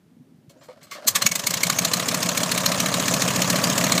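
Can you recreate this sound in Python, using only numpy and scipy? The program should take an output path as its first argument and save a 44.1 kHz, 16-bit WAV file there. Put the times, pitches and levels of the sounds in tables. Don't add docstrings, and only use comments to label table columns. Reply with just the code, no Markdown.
import sys
import numpy as np
from scipy import signal
from scipy.fft import rfft, irfft
from scipy.io import wavfile
from scipy.ndimage import uniform_filter1d

SR = 44100
rng = np.random.default_rng(int(sys.argv[2]) if len(sys.argv) > 2 else 0)


def invert_db(x):
    u = np.asarray(x, float) / 20
    return 10 ** u


def store_pcm(level_fs):
    pcm = np.round(np.clip(level_fs, -1, 1) * 32767).astype(np.int16)
    wavfile.write(sys.argv[1], SR, np.atleast_2d(pcm).T)


N = 176400

# [f/Hz, density/dB]
FIELD_SPECTRUM = [(24, -57), (40, -23), (162, -4), (255, -5.5), (319, -10), (890, -26), (10100, -40),
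                  (14700, -41), (15800, -48)]
# [t/s, level/dB, f/Hz, swell/s]
THUDS = [(0.052, -52, 162, 0.013), (0.102, -50.5, 248, 0.0078), (0.166, -43, 232, 0.0059),
         (0.194, -46, 143, 0.01), (.205, -45, 252, 0.0081), (0.279, -53, 163, 0.014),
         (.31, -51.5, 245, 0.011), (.34, -45, 162, 0.0073), (.38, -49, 150, 0.0067),
         (0.476, -41, 152, 0.0055), (.56, -53, 258, 0.01), (0.594, -54, 137, 0.011),
         (.81, -52.5, 157, 0.013), (1.061, -46.5, 101, 0.043), (1.249, -22, 176, 0.0033)]
RATTLE_S = (.5, .7, .9, .96, 1.08)
RATTLE_DB = (-62, -57, -56.5, -50, -36.5)
# [t/s, length/s, level/dB, tilt/dB per
WHEEZES = [(0.494, 0.025, -53, 3), (0.609, 0.047, -55, -5), (0.63, 0.042, -57, 3), (.727, 0.0074, -55, -2),
           (0.68, 0.054, -54.5, -4), (0.81, 0.042, -54.5, -5), (0.828, 0.027, -48, 3.5),
           (0.862, 0.069, -60, -1), (0.909, 0.048, -37.5, -0.5), (0.949, 0.05, -43.5, -6),
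           (0.92, .008, -39, -5), (1.028, 0.011, -48, -7), (.773, .012, -58, -6), (.87, 0.0079, -55, -8),
           (0.95, .008, -50, -8), (1.211, 0.029, -31, -5), (1.149, 0.026, -23, 0.5), (1.012, .04, -62, 0)]
# [t/s, level/dB, f/Hz, t60/s]
CLANKS = [(.5, -46.5, 570, 0.12), (.559, -45, 520, 0.096), (.615, -43, 570, 0.072),
          (.686, -30.5, 505, 0.094), (.727, -47, 620, 0.065), (.775, -43, 570, 0.055),
          (.845, -46, 640, .08), (.915, -30, 1130, 0.062), (.918, -33, 2100, 0.11),
          (.922, -38, 4210, 0.066), (.7, -42, 516, .09), (.69, -42, 760, 0.055), (.685, -44, 1100, .05),
          (1.03, -42, 1000, .05), (1.263, -9, 2250, .045), (1.08, -16, 5100, 0.063),
          (1.16, -18, 1710, 0.06), (1.466, -18, 4300, 0.034), (1.85, -19, 660, 0.072),
          (.953, -33, 598, 0.095), (.985, -28, 577, 0.042), (1.031, -33, 620, 0.052),
          (1.056, -30, 245, 0.12)]
# times [t/s], pitches [f/Hz] and levels [level/dB]
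SQUEAK_S = (.53, .6, .675)
SQUEAK_HZ = (4300, 7350, 7400)
SQUEAK_DB = (-82, -65, -62)
# [t/s, peak level/dB, whistle f/Hz, extra tilt/dB per octave, stretch/1]
CATCH = [(1.0766, -3.5, 1155, 2, 0.97), (1.1549, -7.5, 1110, 0.5, 0.97), (1.2204, -7, 4080, 0.8, 0.97),
         (1.262, -4, 6680.0, -0.5, 0.94), (1.3159, -10, 2200.0, -0.2, 0.97), (1.3553, -8, 2060, -0.1, 0.97),
         (1.3935, -15.5, 2220, 0.3, 1.0), (1.4371, -17.5, 7670.0, -0.5, 0.93),
         (1.4683, -6, 2160, 1.1, 0.97), (1.506, -11.5, 1640.0, 2, 1.0), (1.5388, -8, 7700, -0.1, 0.96),
         (1.5703, -15.5, 4540.0, -1.5, 1.0), (1.6061, -19, 4170, 1.2, 0.88), (1.633, -5, 2230, 1, 0.96),
         (1.6677, -12, 7000, -0.5, 0.99), (1.699, -4.5, 1050, -1.3, 0.87), (1.725, -22, 2250, 3, 1.0),
         (1.7608, -27, 2150, 4, 1.0), (1.7874, -5, 6400, -0.5, 0.96), (1.8196, -20, 1230.0, -3, 0.88),
         (1.8488, -5.5, 7150, 0, 0.97), (1.8791, -24, 1820, -3, 1.0), (1.9145, -19, 3230.0, -4, 0.95)]
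IDLE_S = [1.937, 2.229, 2.517, 2.801, 3.081, 3.360, 3.640, 3.921, 4.202]
# [t/s, peak level/dB, whistle f/Hz, extra tilt/dB per octave]
NEAR_STACKS = [(1.9359, -5.5, 4080, 0.2), (1.9974, -11, 8290.0, -2.8), (2.0852, -7.5, 4480, 0.2),
               (2.1442, -9, 2070, 0), (2.2285, -8, 6450, -1), (2.2903, -10, 2810, -1),
               (2.374, -7, 6740, 0.2), (2.4325, -10.5, 4390.0, -0.6), (2.516, -7.5, 4250, -0.5),
               (2.577, -7.5, 6300, -0.8), (2.6601, -5, 1040, -0.0), (2.7181, -9, 3970, -2.2),
               (2.801, -7, 5770.0, -1), (2.8595, -11, 4040, -2), (2.9406, -8, 3790, -1.3),
               (2.9979, -11, 7490.0, -2), (3.0811, -8, 2366, -1.5), (3.1385, -9.5, 4200, 0.8),
               (3.2194, -7.5, 6570, -1.7), (3.2776, -11.5, 6360, -2.5), (3.36, -9.5, 6920, -1.8),
               (3.4182, -8.5, 4300, -0.5), (3.5004, -7, 4370, 0.8), (3.5573, -10, 4160, -2.2),
               (3.6394, -9, 4710, 2), (3.698, -10.5, 6500.0, 0.5), (3.7785, -7, 7620.0, -0.2),
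               (3.8406, -7.5, 6570, -0.8), (3.92, -5, 6750, -0.5), (3.9783, -7, 8380.0, -2.7)]
# [place in cycle/0-1, puff level/dB, puff tilt/dB per octave]
CYLINDERS = [
    (0., -7, 1.8),
    (.213, -19, 1.2),
    (0.414, -8, 1.7),
    (.605, -27, 0.6),
    (.825, -29.5, -1),
]
# [lag/s, level/dB, f/Hz, swell/s]
PIPES = [
    [(-.010, -8, 273, 0.0087), (0.001, -6.5, 224.5, 0.0077)],
    [(-0.0166, -12, 125.5, 0.011), (-.015, -2.5, 176, .012), (.0015, -4.5, 251, 0.0031),
     (0.012, -1, 613, 0.0016), (0.0032, -12, 560, 0.0011)],
    [(-.006, -3, 251.6, 0.0049), (0.01177, -9, 132.3, 0.0086), (.008, -2.5, 210, 0.0018),
     (-0.0071, -10, 661, 0.0044)],
    [(-.010, -6, 176, 0.011), (.007, -9.5, 226.5, 0.006)],
    [(-.004, -5, 242, 0.0021), (0.0023, -7.5, 133, 0.0045), (-0.0032, -17, 603, 0.0027)],
]
# [t/s, level/dB]
LOAD = [
    (1.06, -43.5),
    (1.18, -35.5),
    (1.26, -35.5),
    (1.3, -40.5),
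    (1.7, -34),
    (3.72, -28),
    (4.0, -29),
]
# [f/Hz, density/dB]
PUFF_SPECTRUM = [(130, -45), (300, -16.5), (800, -13.5), (1900, -2), (5200, -3), (8200, -4.5), (9500, -12),
                 (14000, -12.5)]
# [f/Hz, width/Hz, level/dB]
STACK = [(2226, 61, 6), (4225, 167, 6), (6650, 660, 4), (1130, 180, 9)]
# [f/Hz, density/dB]
HISS_SPECTRUM = [(700, -15.5), (1500, -4), (2500, 0.5), (5000, -2), (7800, -2), (9500, -8.5), (14000, -14),
                 (16000, -4)]
# [f/Hz, width/Hz, level/dB]
COWL = [(590, 250, -2.5), (1112, 500, -2), (1723, 380, -8), (456, 204, -12)]

PATCH_DB = 2.2
IDLE_GAP_S = .028


def evened(x):
    return x / np.sqrt(np.mean(x ** 2) + 1e-20)


def add(mix, s, sound):
    part = mix[round(s * SR):][:len(sound)]
    part += sound[:len(part)]


def colour(x, points, tilt_db=0, peaks=(), patch_db=0):
    hz = np.fft.rfftfreq(len(x), 1 / SR) + 1
    f, level = np.transpose(points)
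    db = np.interp(np.log(hz), np.log(f), level)
    db = db + tilt_db * np.log2(np.clip(hz, 300, None) / 4000)
    db = db + sum(up * np.exp(-((hz - mid) / width) ** 2) for mid, width, up in peaks)
    patches = uniform_filter1d(uniform_filter1d(x[::-1][:len(hz)], size=30), size=30)
    db = db + patch_db * evened(patches)
    return evened(irfft(rfft(x) * invert_db(db), len(x)))


def patchy(x):
    z = signal.stft(x, nperseg=256)[2]
    patches = uniform_filter1d(rng.standard_normal(z.shape[::-1]), size=4, axis=0)
    patches = uniform_filter1d(patches, size=7, axis=1)
    flicker = invert_db(3.2 * evened(patches).T)
    return evened(signal.istft(z * flicker, nperseg=256)[1][:len(x)])


def resonate(x, hz, width):
    pole = np.exp((2j * np.pi * hz - np.pi * width) / SR)
    return evened(signal.lfilter([1], np.poly([pole, pole]), x).real)


def ring(hz, t60, rise_s):
    t = np.arange(6000) / SR
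    return np.sin(2 * np.pi * hz * t) * invert_db(-60 * t / t60) * (1 - np.exp(-t / rise_s))


def swell(hz, peak_s):
    t = np.arange(6000) / SR
    return np.sin(2 * np.pi * hz * t) * t / peak_s * np.exp(1 - t / peak_s)


def field():
    out = invert_db(-57.5) * colour(rng.standard_normal(N), FIELD_SPECTRUM, 0, [(300, 90, 2.1)])
    for s, db, hz, peak_s in THUDS:
        add(out, s, invert_db(db) * swell(hz, peak_s))
    return out


def rattle():
    level_db = np.interp(np.arange(N) / SR, RATTLE_S, RATTLE_DB, left=-99, right=-99)
    struck = rng.random(N) < 1200 / SR
    force = invert_db(1.5 * np.minimum(rng.exponential(1, N), 2))
    ticks = struck * force * rng.standard_normal(N)
    body = [(617, 200, -4.5), (1430, 660, -9.5), (4030, 2100, -22), (2330, 2300, -14)]  # f/Hz, width/Hz, level/dB
    return invert_db(level_db) * sum(invert_db(db) * resonate(np.gradient(ticks), hz, width) for hz, width, db in body)


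def swing():
    out = np.zeros(N)
    t = np.arange(8192) / SR
    for s, length, db, tilt_db in WHEEZES:
        shape = np.exp(-(t / length) ** 3) + 0.21 * np.exp(-t / length)
        shape = shape * np.minimum(t / (.12 * length), 1)
        shape = shape * invert_db(1.8 * evened(uniform_filter1d(rng.standard_normal(len(t)), 200)))
        peaks = STACK[:2] + STACK[3:]
        air = colour(rng.standard_normal(len(t)), PUFF_SPECTRUM, tilt_db, peaks, PATCH_DB)
        add(out, s, invert_db(db) * shape * air)
    for s, db, hz, t60 in CLANKS:
        knock = ring(hz, t60, 0.0039)
        knock = knock + 0.44 * ring(hz * 1.17, t60, 0.0013)
        knock = knock + 0.33 * ring(hz * 1.8, 0.53 * t60, 0.00081)
        add(out, s, invert_db(db) * knock)
    t = np.arange(SQUEAK_S[0], SQUEAK_S[-1], 1 / SR)
    wobble_hz = 1600 * uniform_filter1d(rng.standard_normal(len(t)), 60)
    hz = np.interp(t, SQUEAK_S, SQUEAK_HZ) + wobble_hz
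    level = invert_db(np.interp(t, SQUEAK_S, SQUEAK_DB)) * np.sqrt(np.hanning(len(t)))
    add(out, t[0], level * np.sin(2 * np.pi * np.cumsum(hz) / SR))
    return out


def load_db(s):
    t, db = np.transpose(LOAD)
    return np.interp(s, t, db, left=-90)


def firings():
    first_cylinder = 2
    rows = []
    for k, (s, *puff) in enumerate(CATCH):
        rows.append((s, (k + first_cylinder) % len(PIPES), s, *puff))
    marks, near = 2 * np.arange(len(IDLE_S)), iter(NEAR_STACKS)
    luck = rng.standard_normal((100, 2))
    for cycle in range(len(NEAR_STACKS) // 2):
        for k, (place, db, _) in enumerate(CYLINDERS):
            late, loud = luck[len(PIPES) * cycle + k]
            s = np.interp(cycle + place, marks, IDLE_S)
            if k in (0, 2):
                puff = (*next(near), 1)
            else:
                puff = (s + 0.00065 * late, db + 5.8 * np.tanh(loud), STACK[k // 2][0], 0, 1)
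            rows.append((s, k) + puff)
    gaps = np.diff([row[0] for row in rows])
    return [row + (gap,) for row, gap in zip(rows, gaps) if row[0] < N / SR]


def roar(rows):
    beats = np.zeros(N)
    beats[[round(row[0] * SR) for row in rows]] = 1
    throb = signal.oaconvolve(beats, np.exp(-np.arange(4000) / (0.022 * SR)))[:N]
    level_db = load_db(np.arange(N) / SR)
    running = uniform_filter1d(np.cumsum(beats) > 0, 900, output=float)

    rumble = invert_db(level_db - 13) * resonate(rng.standard_normal(N), 190, 110)
    cowl = sum(invert_db(db) * resonate(rng.standard_normal(N), hz, width) for hz, width, db in COWL)
    cowl = cowl * invert_db(level_db - 2.5) * (0.57 + 0.83 * throb)
    hiss = patchy(colour(rng.standard_normal(N), HISS_SPECTRUM, 0, STACK[2:3]))
    crackle = invert_db(1.5 * evened(uniform_filter1d(rng.standard_normal(N), 150)))
    hiss = hiss * crackle * invert_db(0.72 * level_db - 12) * running * (0.81 + 1.72 * throb)
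    return rumble + cowl + hiss


def thumps(rows):
    out, luck = np.zeros(N), rng.standard_normal((len(rows), 8, 2))
    for (s, k, *_), chance in zip(rows, luck):
        for (lag, db, hz, peak_s), (a, b) in zip(PIPES[k], chance):
            middle = np.exp(-((hz - 250) / 55) ** 2)
            cold_db = 0.45 * (load_db(s) - LOAD[-1][1]) * middle
            level = invert_db(load_db(s) + cold_db + db + 10.5 + 1.4 * a)
            add(out, s + lag + .00025 * b, level * swell(hz * (1 + .01 * b), peak_s))
    return out


def puffs(rows):
    rise, fall, tail, tail_db = .3, .13, .34, -12
    out, t = np.zeros(N), np.arange(4096) / SR
    air = rng.standard_normal((len(rows), 2, len(t)))
    luck = rng.standard_normal((len(rows), len(STACK), 2))
    for (_, k, s, db, whistle_hz, tilt_db, stretch, gap), (noise, rag), chance in zip(rows, air, luck):
        span = stretch * (.003 + .72 * gap)
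        octaves = np.log2(gap / IDLE_GAP_S)
        slow = np.clip(octaves, 0, 2)
        u = t / span - rise
        opening = np.exp(-abs(2.1 * u / rise) ** 1.6)
        closing = np.exp(-abs(u / fall / 1.33) ** (1.16 + .5 * slow))
        lingering = invert_db(tail_db - 12 * slow) * (np.exp(-u / tail) - np.exp(-u / fall))
        shape = np.where(u < 0, opening, closing + lingering)
        shape = shape * invert_db(1.03 * evened(uniform_filter1d(rag, 40)))

        peaks = []
        for (hz, width, up), (a, b) in zip(STACK, chance):
            peaks.append((hz * (1 + .012 * a), width, up + 0.9 * np.tanh(b)))
        peaks.append((whistle_hz, 110, 8))
        peaks.append((1100, 350, 0.62 * octaves))
        peaks.append((13000, 4500, 1.8 * octaves + 0.084 * (db + 9.5)))
        jet = colour(noise, PUFF_SPECTRUM, CYLINDERS[k][2] + tilt_db, peaks, PATCH_DB)
        add(out, s - .62 * rise * span, invert_db(db - 7.0) * shape * jet)
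    return out


def scene():
    rows = firings()
    near = rattle() + swing() + puffs(rows)
    echo = np.zeros(1500)
    echo[[0, 420, 1100]] = 1, .14, .11
    near = signal.oaconvolve(near, echo)[:N]
    return (field() + roar(rows) + thumps(rows) + near)[None]


def top_cut(x):
    return signal.sosfilt(signal.butter(12, 15600, fs=SR, output="sos"), x)


def record(dry):
    bass_cut = signal.butter(5, 67, "high", fs=SR, output="sos")
    band_limit = signal.firwin(401, 15240, window=("kaiser", 11), fs=SR)
    cut = signal.sosfilt(bass_cut, dry)
    mix = signal.oaconvolve(cut, band_limit[None], "same")
    return top_cut(mix)


dry = scene()
out = record(dry)
store_pcm(out)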